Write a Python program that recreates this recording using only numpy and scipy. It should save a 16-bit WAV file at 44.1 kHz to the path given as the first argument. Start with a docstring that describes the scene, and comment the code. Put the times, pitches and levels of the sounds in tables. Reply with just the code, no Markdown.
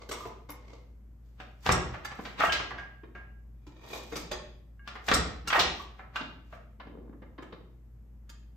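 """Weaving on a wooden floor loom

Twice the beater swings through the warp, clicks in its pivots, thumps the frame and jogs the steel reed;
then the shafts drop and clatter. In between, a hollow shuttle scrapes through the shed and is set down,
and feet feel for the treadles. The living room echoes, and a household motor hums low and steady."""
import sys
import numpy as np
from scipy import signal
from scipy.fft import rfft, irfft
from scipy.io import wavfile
from scipy.ndimage import uniform_filter1d

SR = 44100
rng = np.random.default_rng(int(sys.argv[2]) if len(sys.argv) > 2 else 0)


def put_to_file(sound):
    """Save the sound as 16-bit audio at rate SR, in the file named by the first command-line argument."""
    columns = np.atleast_2d(sound).T  # one column per channel
    safe = np.clip(columns, -1, 1)
    whole_steps = np.round(safe * 32767)
    wavfile.write(sys.argv[1], SR, whole_steps.astype(np.int16))


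N = 377496
TAPS = 8192
HZ = np.fft.rfftfreq(TAPS, 1 / SR)

# Beater strokes. Each row: start in seconds, relative level in dB, extra bass in dB, extra treble in dB.
BEATS = [(1.663, -10.5, 4, 1.5), (5.086, -8.5, 0.5, 5)]
# Touch, full blow, settling. Each row: delay in seconds, dB re the beat, bass and treble shares in dB.
BEAT_CONTACTS = [(-.002, -5.5, -14.5, -20), (.028, 0, -11, -20), (0.048, -26.5, -5, 13.5)]
# Stray knocks in the loom's timber. Each row: start in seconds, relative level, bass and treble shares in dB.
STRAY_KNOCKS = [(0.253, -38.5, 2, -13), (1.401, -33.5, -12, -10), (1.939, -28, -19, -17),
                (2.115, -32, -14.5, -14), (2.599, -26, -10, -12.5), (2.708, -27.5, -12, -22),
                (4.876, -31.5, -12, -4.5), (4.955, -30, -16, -16.5), (5.993, -35, -8.5, -22.5),
                (6.159, -23, -17, -8), (6.527, -37, -10.5, -18)]
# Wood-on-wood spectrum. Each row: frequency in Hz, gain in dB.
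KNOCK_COLOUR = [(30, -28.5), (110, -1.5), (250, -8.5), (650, -8), (1200, -4.5), (1900, -6), (2600, -9.5),
                (4000, -14.5), (6500, -27.5), (8500, -32.5), (12000, -39), (15500, -38.5)]
# Timber resonances. Each row: frequency in Hz, lift in dB.
TIMBER_MODES = [(431, 4), (611, 3), (728, 5.5), (1258, 3), (1786, -3)]


def beater_knocks():
    """The beater meets the cloth in three contacts; stray knocks sound through the same timber."""
    contacts = [(s + delay_s, db + part_db, bass_db + extra_bass_db, treble_db + extra_treble_db)
                for s, db, extra_bass_db, extra_treble_db in BEATS
                for delay_s, part_db, bass_db, treble_db in BEAT_CONTACTS]
    body_db = read(KNOCK_COLOUR, HZ) + lifts(TIMBER_MODES, width_hz=60)
    return blows(contacts + STRAY_KNOCKS, body_db,
                 trim_db=-2.5, rattle_s=0.0097, rise_s=0.0029, lumpy_db=3.5, spot_db=1)


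# Pivot contacts. Each row: delay in seconds, relative level in dB.
PIVOT_CLICKS = [(.0018, -6), (.0295, -7)]
# Click spectrum. Each row: frequency in Hz, gain in dB.
CLICK_COLOUR = [(100, -28.5), (600, -9.5), (1600, -6.5), (3500, 5.5), (6500, -7), (8500, -14.5),
                (15000, -31.5)]


def pivots(trim_db=2):
    """Play in the beater's joints snaps shut on the first two contacts of each beat."""
    out = np.zeros((2, N))
    click = causal(read(CLICK_COLOUR, HZ))
    for s, db, _, _ in BEATS:
        for delay_s, part_db in PIVOT_CLICKS:
            add(out, s + delay_s, gain_of(db + part_db + trim_db) * click / abs(click).max())
    return out


# Light, then full weight on the frame. Each row: delay in seconds, dB re the beat plus its extra bass.
BEAT_THUMPS = [(.006, -24), (0.048, -16.5)]
# Treadles change the shed. Each row: start in seconds, relative thump level in dB, lead-in level in dB.
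SHEDS = [(2.406, -14.5, -25), (5.531, -12, -35)]
# Frame modes. Each row: frequency in Hz, gain in dB, t60 in seconds.
FRAME_MODES = [(41, -16.5, 1), (61.6, -6, 0.94), (75.05, -5.5, 0.87), (111.3, -11, 0.25),
               (174.2, -5.5, 0.53), (308, -18, 0.99)]


def frame(shed_lag_s=0.064, shed_trim_db=-21):
    """The whole loom shudders on the floor as the weight of beater or shafts reaches it."""
    out = np.zeros((2, N))
    thumps = [(s + delay_s, db + bass_db + part_db)
              for s, db, bass_db, _ in BEATS for delay_s, part_db in BEAT_THUMPS]
    thumps += [(s + shed_lag_s, db + shed_trim_db) for s, db, _ in SHEDS]
    for s, db in thumps:
        add(out, s, gain_of(db) * ring(FRAME_MODES, rise_s=0.0057))
    return out


def lead_in(swell_s=0.011, beat_db=-40.5, knock_trim_db=-21):
    """A faint, brief swell of noise leads into each beat, shed change, knock and snap."""
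    out = np.zeros((2, N))
    t = np.arange(TAPS) / SR
    swell = np.exp(-t[::-1] / swell_s)
    hits = [(s, beat_db) for s, *_ in BEATS] + [(s, lead_in_db) for s, _, lead_in_db in SHEDS]
    hits += [(s, db + knock_trim_db) for s, db, *_ in STRAY_KNOCKS + SNAPS]
    for s, db in hits:
        add(out, s - t[-1], gain_of(db) * swell * noise_pair(TAPS, KNOCK_COLOUR))
    return out


# Jogs of the reed. Each row: start in seconds, relative level in dB, lift of the top modes in dB.
JINGLES = [(0.114, -35, -0.5), (0.499, -53.5, 24), (4.16, -40.5, 8), (5.478, -37, -1)]
# Clustered steel resonances. Each row: frequency in Hz, width in Hz, gain in dB.
REED_MODES = [(5400, 240, -5), (5675, 140, -0.5), (7580, 400, -6), (8260, 520, -6), (6970, 3600, -16),
              (10820, 1400, -11.5), (12600, 500, -13), (14850, 320, -13)]


def reed(lag_s=0.052, beat_trim_db=-10.5, beat_lift_db=-10, trim_db=15):
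    """The steel reed buzzes in its slot once the beater has stopped, and when jogged."""
    out = np.zeros((2, N))
    shaken = [(s + lag_s, db + beat_trim_db, beat_lift_db + treble_db) for s, db, _, treble_db in BEATS]
    for s, db, lift_db in shaken + JINGLES:
        steel = causal(peaks(REED_MODES) + read([(9000, 0), (11000, lift_db)], HZ))
        contacts = chatter(rattle_s=0.016, rise_s=0.002, lumpy_db=4)
        add(out, s, gain_of(db + trim_db) * filtered(contacts, steel))
    return out


# Shafts land in turn, mostly lower as more weight arrives.
# Each row: start in seconds, level in dB, pitch in Hz.
LANDINGS = [(2.406, -18, 1034), (2.42, -19.5, 1300), (2.433, -17, 900), (2.447, -25.5, 1240),
            (5.502, -21, 1613), (5.528, -14, 1342), (5.548, -16.5, 850), (5.557, -18, 1330),
            (5.578, -19, 734)]
# Shaft resonances. Each row: frequency in Hz, lift in dB.
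SHAFT_MODES = [(725, 3.5), (1010, 1), (1270, 5), (1880, 11), (2700, 8), (3320, 11)]


def shafts(rise_s=0.0012, octave_drop_db=6.5, skirt_db=-38):
    """Each shaft lands with a compact clack around one pitch."""
    out = np.zeros((2, N))
    for s, db, hz in LANDINGS:
        clack_db = np.maximum(-octave_drop_db * np.log2((HZ + 1) / hz) ** 2, skirt_db)
        body = causal(clack_db + lifts(SHAFT_MODES, width_hz=48))
        contacts = chatter(rattle_s=0.011, rise_s=rise_s, lumpy_db=0.5)
        add(out, s - rise_s, gain_of(db) * filtered(contacts, body / np.linalg.norm(body)))
    return out


# Bar rattles. Each row: start in seconds, relative level, bass and treble shares in dB.
CLATTERS = [(2.251, -36, -24, -7), (2.522, -28, -22, 4.5), (2.78, -38.5, -24, -13),
            (3.15, -43.5, -7.5, -18.5), (5.593, -25.5, -7, 8.5)]
# Rattle spectrum. Each row: frequency in Hz, gain in dB.
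CLATTER_COLOUR = [(30, -31.5), (120, 4), (400, 2.5), (1000, 4), (2000, 7.5), (3200, 3), (5000, -6),
                  (7000, -15.5), (8500, -21), (12000, -32), (15500, -22.5)]


def bar_clatter():
    """The shafts' light bars rattle through the timber."""
    body_db = read(CLATTER_COLOUR, HZ) + lifts(TIMBER_MODES, width_hz=60)
    return blows(CLATTERS, body_db, trim_db=1, rattle_s=0.019, rise_s=0.003, lumpy_db=1.5, spot_db=1.2)


# Hard taps. Each row: start in seconds, relative level, bass and treble shares in dB.
SNAPS = [(0.09, -39, -0.5, -1), (2.049, -28, -20, -8), (5.475, -24, -12, -5), (7.423, -44, -8, -16),
         (8.294, -48.5, -10, 2.5)]
# Tap spectrum. Each row: frequency in Hz, gain in dB.
SNAP_COLOUR = [(500, -2.5), (1400, 4), (3000, -3), (8000, -8.5), (15500, -17.5)]


def snaps():
    """Brief hard taps that hardly rattle."""
    body_db = read(SNAP_COLOUR, HZ)
    return blows(SNAPS, body_db, trim_db=2.5, rattle_s=0.0077, rise_s=0.0022, lumpy_db=3, spot_db=5)


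# Taps on a loose bar. Each row: start in seconds, relative level in dB.
BAR_PINGS = [(2.494, -31.5), (2.783, -42.5), (3.152, -48.5), (4.794, -56.5)]
# Free bar modes. Each row: frequency in Hz, gain in dB, t60 in seconds.
BAR_MODES = [(1150, -10, 0.2), (1626, 5.5, 0.21), (2190, -9, 0.13), (2820, -8, 0.13)]
# Knocked hollow parts. Each row: start in seconds, level in dB, pitch in Hz.
HOLLOW_NOTES = [(0.095, -33, 464), (0.119, -32.5, 418), (0.206, -29, 1200), (0.254, -30, 1000),
                (0.254, -33.5, 708), (0.255, -32, 440), (2.251, -41.5, 3820), (2.458, -23.5, 2810),
                (2.496, -22.5, 3086), (4.316, -26, 603), (5.796, -30, 1142), (6.162, -25, 1543),
                (6.159, -26, 2797), (6.161, -33.5, 3477), (6.53, -38.5, 684)]


def loose_wood(hollow_t60_s=0.049, pair_ratio=0.88):
    """A loose bar rings freely; hollow parts answer a knock with a short beating pair of modes."""
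    out = np.zeros((2, N))
    for s, db in BAR_PINGS:
        add(out, s, gain_of(db) * ring(BAR_MODES, rise_s=0.00037))
    for s, db, hz in HOLLOW_NOTES:
        pair = [(hz, 0, hollow_t60_s), (hz * pair_ratio, -5, hollow_t60_s)]
        add(out, s, gain_of(db) * ring(pair, rise_s=0.0026))
    return out


# Pushes over the warp. Each row: peak time in seconds, level in dB, swell and fade in seconds.
GLIDES = [(.03, -53, 0.13, 0.03), (.73, -56, 0.085, 0.047), (3.85, -59.5, 0.083, 0.075),
          (3.95, -42.5, 0.056, 0.034)]
# Pick-up, rattle along the race, catch.
# Each row: start in seconds, relative level, bass and treble shares in dB.
SHUTTLE_HITS = [(0.113, -33, -14.5, -6), (0.491, -41.5, -9, -10.5), (3.667, -55.5, 9, -4),
                (4.119, -37.5, -3, -10), (4.157, -36.5, -1.5, 0), (4.314, -32.5, -6.5, -2)]
# Small shuttle's resonances. Each row: frequency in Hz, width in Hz, gain in dB.
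SMALL_SHUTTLE_MODES = [(457, 420, 3), (1000, 540, -0.5), (2116, 250, -1), (3180, 8300, -8)]
# Large shuttle's resonances. Each row: frequency in Hz, width in Hz, gain in dB.
LARGE_SHUTTLE_MODES = [(440, 420, -1.5), (900, 900, -1.5), (1830, 130, -2), (2420, 240, 0.5),
                       (3000, 96, -9), (3356, 190, -4.5), (3750, 180, -2), (4740, 1200, -11.5),
                       (6380, 490, -10), (2440, 8600, -11.5)]


def shuttles(swap_s=2, scrape_focus=1.65):
    """A small, then a large hollow shuttle; scraping picks out resonances more sharply than knocking."""
    out = np.zeros((2, N))
    for modes, from_s, to_s in [(SMALL_SHUTTLE_MODES, 0, swap_s), (LARGE_SHUTTLE_MODES, swap_s, N / SR)]:
        body_db = peaks(modes)
        glides = [row for row in GLIDES if from_s <= row[0] < to_s]
        hits = [row for row in SHUTTLE_HITS if from_s <= row[0] < to_s]
        out += friction(glides, scrape_focus * body_db, grain_db=4.5)
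        out += blows(hits, body_db, trim_db=2.5, rattle_s=0.019, rise_s=0.0028, lumpy_db=3, spot_db=3)
    return out


# Feet on treadles. Each row: start in seconds, relative level, bass and treble shares in dB.
BUMPS = [(2.189, -28, 0.5, -18), (3.035, -39.5, 3, -17), (6.208, -33.5, 5.5, 4), (6.8, -31, -24, -13),
         (6.869, -42, 4, -12), (7.128, -47, 0.5, -28.5), (7.221, -39.5, 3.5, -18.5), (7.382, -32.5, 0, -13),
         (7.426, -36, -3, -11), (7.525, -34.5, 1, -7.5)]
# Shuffling feet. Each row: peak time in seconds, level in dB, swell and fade in seconds.
SHUFFLE = [(6.9, -49, 0.052, 0.17)]
# Bump spectrum. Each row: frequency in Hz, gain in dB.
BUMP_COLOUR = [(30, -13.5), (90, -14.5), (170, 4), (350, 7), (700, -4.5), (1500, -7.5), (3800, -21),
               (5000, -29.5), (8000, -56)]
# Treadle resonances. Each row: frequency in Hz, lift in dB.
TREADLE_MODES = [(170, 2.4), (1030, 6), (1730, 6.36), (2140, 4.6), (3080, 9.1), (3700, 11), (4800, 7.2)]
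# Dulling by soft soles. Each row: frequency in Hz, gain in dB.
SOLE_COLOUR = [(500, 2), (3000, -17.5)]


def treadles():
    """Feet bump the treadles and shuffle over them in soft soles."""
    body_db = read(BUMP_COLOUR, HZ) + lifts(TREADLE_MODES, width_hz=84)
    bumps = blows(BUMPS, body_db, trim_db=-5, rattle_s=0.011, rise_s=0.003, lumpy_db=0, spot_db=1)
    return bumps + friction(SHUFFLE, body_db + read(SOLE_COLOUR, HZ), grain_db=6.5)


# Shuttle, yarn and hands brush the warp.
# Each row: peak time in seconds, relative level in dB, swell and fade in seconds.
RUBS = [(.21, -48.5, 0.042, 0.045), (1.25, -76, 0.017, 0.59), (2.24, -57, 0.096, 0.064),
        (3.945, -42.5, 0.042, 0.054), (4.19, -45, 0.04, 0.031), (5.82, -55.5, 0.086, 0.019),
        (6.55, -64.5, 0.054, 0.013)]
# Brushing spectrum. Each row: frequency in Hz, gain in dB.
RUB_COLOUR = [(60, -37), (250, -10.5), (700, -11.5), (1500, -19), (4000, -15.5), (8000, -21), (11000, -23),
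              (14000, -19.5), (15500, -27.5)]
# Spectrum of threads in reed and heddles. Each row: frequency in Hz, gain in dB.
THREAD_COLOUR = [(300, -9.5), (1500, -5), (5000, -0.5), (14000, -8.5)]


def warp(sweep_trim_db=-33, heddle_lag_s=0.038):
    """The warp hisses when brushed, through the reed at each beat and the heddles at each shed change."""
    reed_sweeps = [(s, db + sweep_trim_db, 0.018, 0.056) for s, db, _, _ in BEATS]  # columns as RUBS
    heddle_drags = [(s + heddle_lag_s, -37, 0.014, 0.026) for s, *_ in SHEDS]
    brushing = friction(RUBS, read(RUB_COLOUR, HZ), grain_db=3.5)
    return brushing + friction(reed_sweeps + heddle_drags, read(THREAD_COLOUR, HZ), grain_db=3)


# Living room decay. Each row: frequency in Hz, t60 in seconds.
ROOM_T60 = [(60, 0.97), (150, 0.94), (400, 0.72), (1000, 0.53), (2800, 0.55), (7000, 0.42), (13000, 0.092)]


def room(x, rise_s=0.00044):
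    """Reflections thicken quickly, then die band by band; each input channel has its own tail."""
    build_up = 1 - np.exp(-np.arange(SR) / SR / rise_s)
    out = np.zeros((2, N))
    for channel in x:
        hz, times, spectra = signal.stft(noise_pair(SR), SR, nperseg=512)
        decay = np.exp(-np.log(1000) * times / read(ROOM_T60, hz)[:, None])
        tail = signal.istft(spectra * decay, SR, nperseg=512)[1][:, :SR] * build_up
        out += filtered(tail / np.linalg.norm(tail), channel)[:, :N]
    return out


# Motor partials. Each row: frequency in Hz, rms level in dB.
HUM_PARTIALS = [(56.3, -50.5), (120, -63.5), (214, -70)]
# Room air spectrum. Each row: frequency in Hz, gain in dB.
AIR_COLOUR = [(25, -24.5), (45, -3.5), (75, 0), (130, -5.5), (200, -8), (300, -14.5), (500, -22.5),
              (1000, -30), (2000, -36), (4000, -46), (8000, -44.5), (13000, -40), (15500, -53)]


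def motor_and_air(air_db=-59, waver=0.25):
    """A household motor hums over faint room air, wavering in level and phase."""
    t = np.arange(N) / SR
    knots_s = np.arange(0, 10, 0.25)
    hum = np.zeros(N)
    for hz, db in HUM_PARTIALS:
        drift = waver * np.interp(t, knots_s, rng.standard_normal(len(knots_s)))
        phase = 2 * np.pi * (hz * t + rng.random()) + drift
        hum += np.sqrt(2) * gain_of(db) * (1 + drift) * np.sin(phase)
    pan = gain_of([[0.5], [-0.5]])
    return pan * hum + gain_of(air_db) * noise_pair(N, AIR_COLOUR)


# Likeness of the two microphones. Each row: frequency in Hz, correlation from 0 to 1.
LIKENESS = [(60, 1), (150, 0.69), (300, 0.86), (600, 0.33), (1200, 0.4), (2500, 0.011), (5000, 0.019),
            (7500, 0.42), (13000, 0.027)]


def noise_pair(size, colour=None):
    """Noise at two microphones, alike in the bass and mostly unrelated higher up."""
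    left, other = rfft(rng.standard_normal((2, size)))
    hz = np.fft.rfftfreq(size, 1 / SR)
    likeness = read(LIKENESS, hz)
    right = likeness * left + np.sqrt(1 - likeness ** 2) * other
    gain = gain_of(read(colour, hz) if colour else 0)
    return unit_rms(irfft(np.array([left, right]) * gain, size))


def blows(rows, body_db, trim_db, rattle_s, rise_s, lumpy_db, spot_db):
    """Each blow chatters into a body; a random landing spot decides which modes stand out."""
    out = np.zeros((2, N))
    for s, db, bass_db, treble_db in rows:
        spot = unit_rms(np.convolve(rng.standard_normal(len(HZ)), np.hanning(41), "same"))
        body = causal(balanced(body_db + spot_db * spot, bass_db, treble_db))
        contacts = chatter(rattle_s, rise_s, lumpy_db)
        add(out, s - rise_s, gain_of(db + trim_db) * filtered(contacts, body))
    return out


def chatter(rattle_s, rise_s, lumpy_db, crossfeed=0.2):
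    """Parts meet unevenly: a burst of small contacts that builds and dies away."""
    t = np.arange(TAPS) / SR
    lumps = flicker(TAPS, lumpy_db, smooth_samples=60)
    envelope = np.exp(-t / rattle_s) * (1 - np.exp(-t / rise_s)) ** 2
    contacts = noise_pair(TAPS)
    contacts = contacts + crossfeed * contacts[::-1]  # direct sound is more alike at both microphones
    return unit_rms(contacts * lumps * envelope) * np.sqrt(np.mean(envelope ** 2))


def friction(strokes, colour_db, grain_db):
    """Surfaces catch and slip: grainy hiss that swells and fades with each stroke."""
    t = np.arange(N) / SR
    envelope = sum(gain_of(db) * np.exp(-abs(t - s) / np.where(t < s, swell_s, fade_s))
                   for s, db, swell_s, fade_s in strokes)
    grains = flicker(N, grain_db, smooth_samples=260)
    hiss = filtered(noise_pair(N) * grains, causal(colour_db))[:, :N]
    return envelope * unit_rms(hiss)


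def ring(modes, rise_s):
    """Dying sines, fed over a short contact time."""
    t = np.arange(SR) / SR
    tones = sum(gain_of(db - 60 * t / t60_s) * np.sin(2 * np.pi * (hz * t + rng.random()))
                for hz, db, t60_s in modes)
    return tones * (1 - np.exp(-t / rise_s))


def flicker(size, rms_db, smooth_samples):
    """A randomly fluctuating gain."""
    return gain_of(rms_db * unit_rms(uniform_filter1d(rng.standard_normal(size), smooth_samples)))


def peaks(resonances):
    """Spectrum in dB of steep-sided resonances."""
    power = sum(gain_of(db) ** 2 / (1 + (2 * (HZ - hz) / width_hz) ** 2) ** 2
                for hz, width_hz, db in resonances)
    return 10 * np.log10(power)


def lifts(resonances, width_hz):
    """The dB by which narrow resonances stand out of a spectrum."""
    return sum(db / (1 + (2 * (HZ - hz) / width_hz) ** 2) for hz, db in resonances)


def balanced(db, bass_db, treble_db):
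    """Shelves a spectrum toward given bass and treble shares beside a middle of power 1."""
    bands_hz = [(120, 450), (500, 2500), (3000, 8000)]
    power = gain_of(db) ** 2
    low, middle, high = (10 * np.log10(np.mean(power * (HZ > lo) * (HZ < hi))) for lo, hi in bands_hz)
    shelves = [(300, bass_db - low), (650, -middle), (1900, -middle), (3800, treble_db - high)]
    return db + read(shelves, HZ)


def causal(db):
    """Minimum-phase response of a spectrum."""
    log_gain = np.log(gain_of(np.maximum(db, -100)))
    mirrored = np.concatenate([log_gain, log_gain[-2:0:-1]])
    return np.fft.ifft(np.exp(np.conj(signal.hilbert(mirrored)))).real


def filtered(pair, response, mode="full"):
    """Convolves both channels with one response."""
    return signal.oaconvolve(pair, response[None], mode, axes=1)


def read(points, hz):
    """Reads a table along a logarithmic frequency axis."""
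    points_hz, values = np.transpose(points)
    return np.interp(np.log(hz + 1), np.log(points_hz + 1), values)


def add(mix, s, sound):
    """Mixes a sound in at s seconds."""
    part = mix[:, max(round(s * SR), 0):][:, :sound.shape[-1]]
    part += sound[..., :part.shape[-1]]


def gain_of(db):
    """Decibels to amplitude."""
    return 10 ** (np.asarray(db) / 20)


def unit_rms(x):
    """Scales to rms 1."""
    return x / np.sqrt(np.mean(x ** 2) + 1e-20)


def scene():
    """The loom's parts and their shares of the room, over the hum."""
    beater = beater_knocks()
    light_wood = bar_clatter() + snaps()
    feet, threads = treadles(), warp()
    beater += lead_in() + pivots()
    clacks, shuttle, steel = shafts(), shuttles(), reed()
    light_wood += loose_wood()
    heavy_send = gain_of(-0.5) * beater + gain_of(-4) * feet
    light_send = gain_of(-2.5) * light_wood + gain_of(-6) * steel + gain_of(-3) * clacks
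    light_send += gain_of(-3.5) * (shuttle + threads)
    echoes = room(heavy_send) + room(light_send)
    direct = beater + clacks + steel + light_wood + feet + shuttle + gain_of(-3) * threads + frame()
    return direct + echoes + motor_and_air()


# Microphone response. Each row: frequency in Hz, gain in dB.
MIC_RESPONSE = [(8400, -1), (9100, -10.5), (9800, -37.5), (10500, -13), (11200, -2), (14800, -2),
                (15900, -10)]


def record(dry, port_hz=8100, port_width_hz=1700, port_turn_rad=2.1, cutoff_hz=15900):
    """The microphone ports notch the treble and turn its phase near resonance; a low-pass follows."""
    hz = np.fft.rfftfreq(N, 1 / SR)
    left_lead_rad = port_turn_rad * np.exp(-((hz - port_hz) / port_width_hz) ** 2)
    turn = np.exp(0.5j * left_lead_rad * np.array([[1], [-1]]))
    heard = irfft(rfft(dry) * turn * gain_of(read(MIC_RESPONSE, hz)), N)
    return filtered(heard, signal.firwin(255, cutoff_hz, window=("kaiser", 7), fs=SR), "same")


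dry = scene()
out = record(dry)
put_to_file(out)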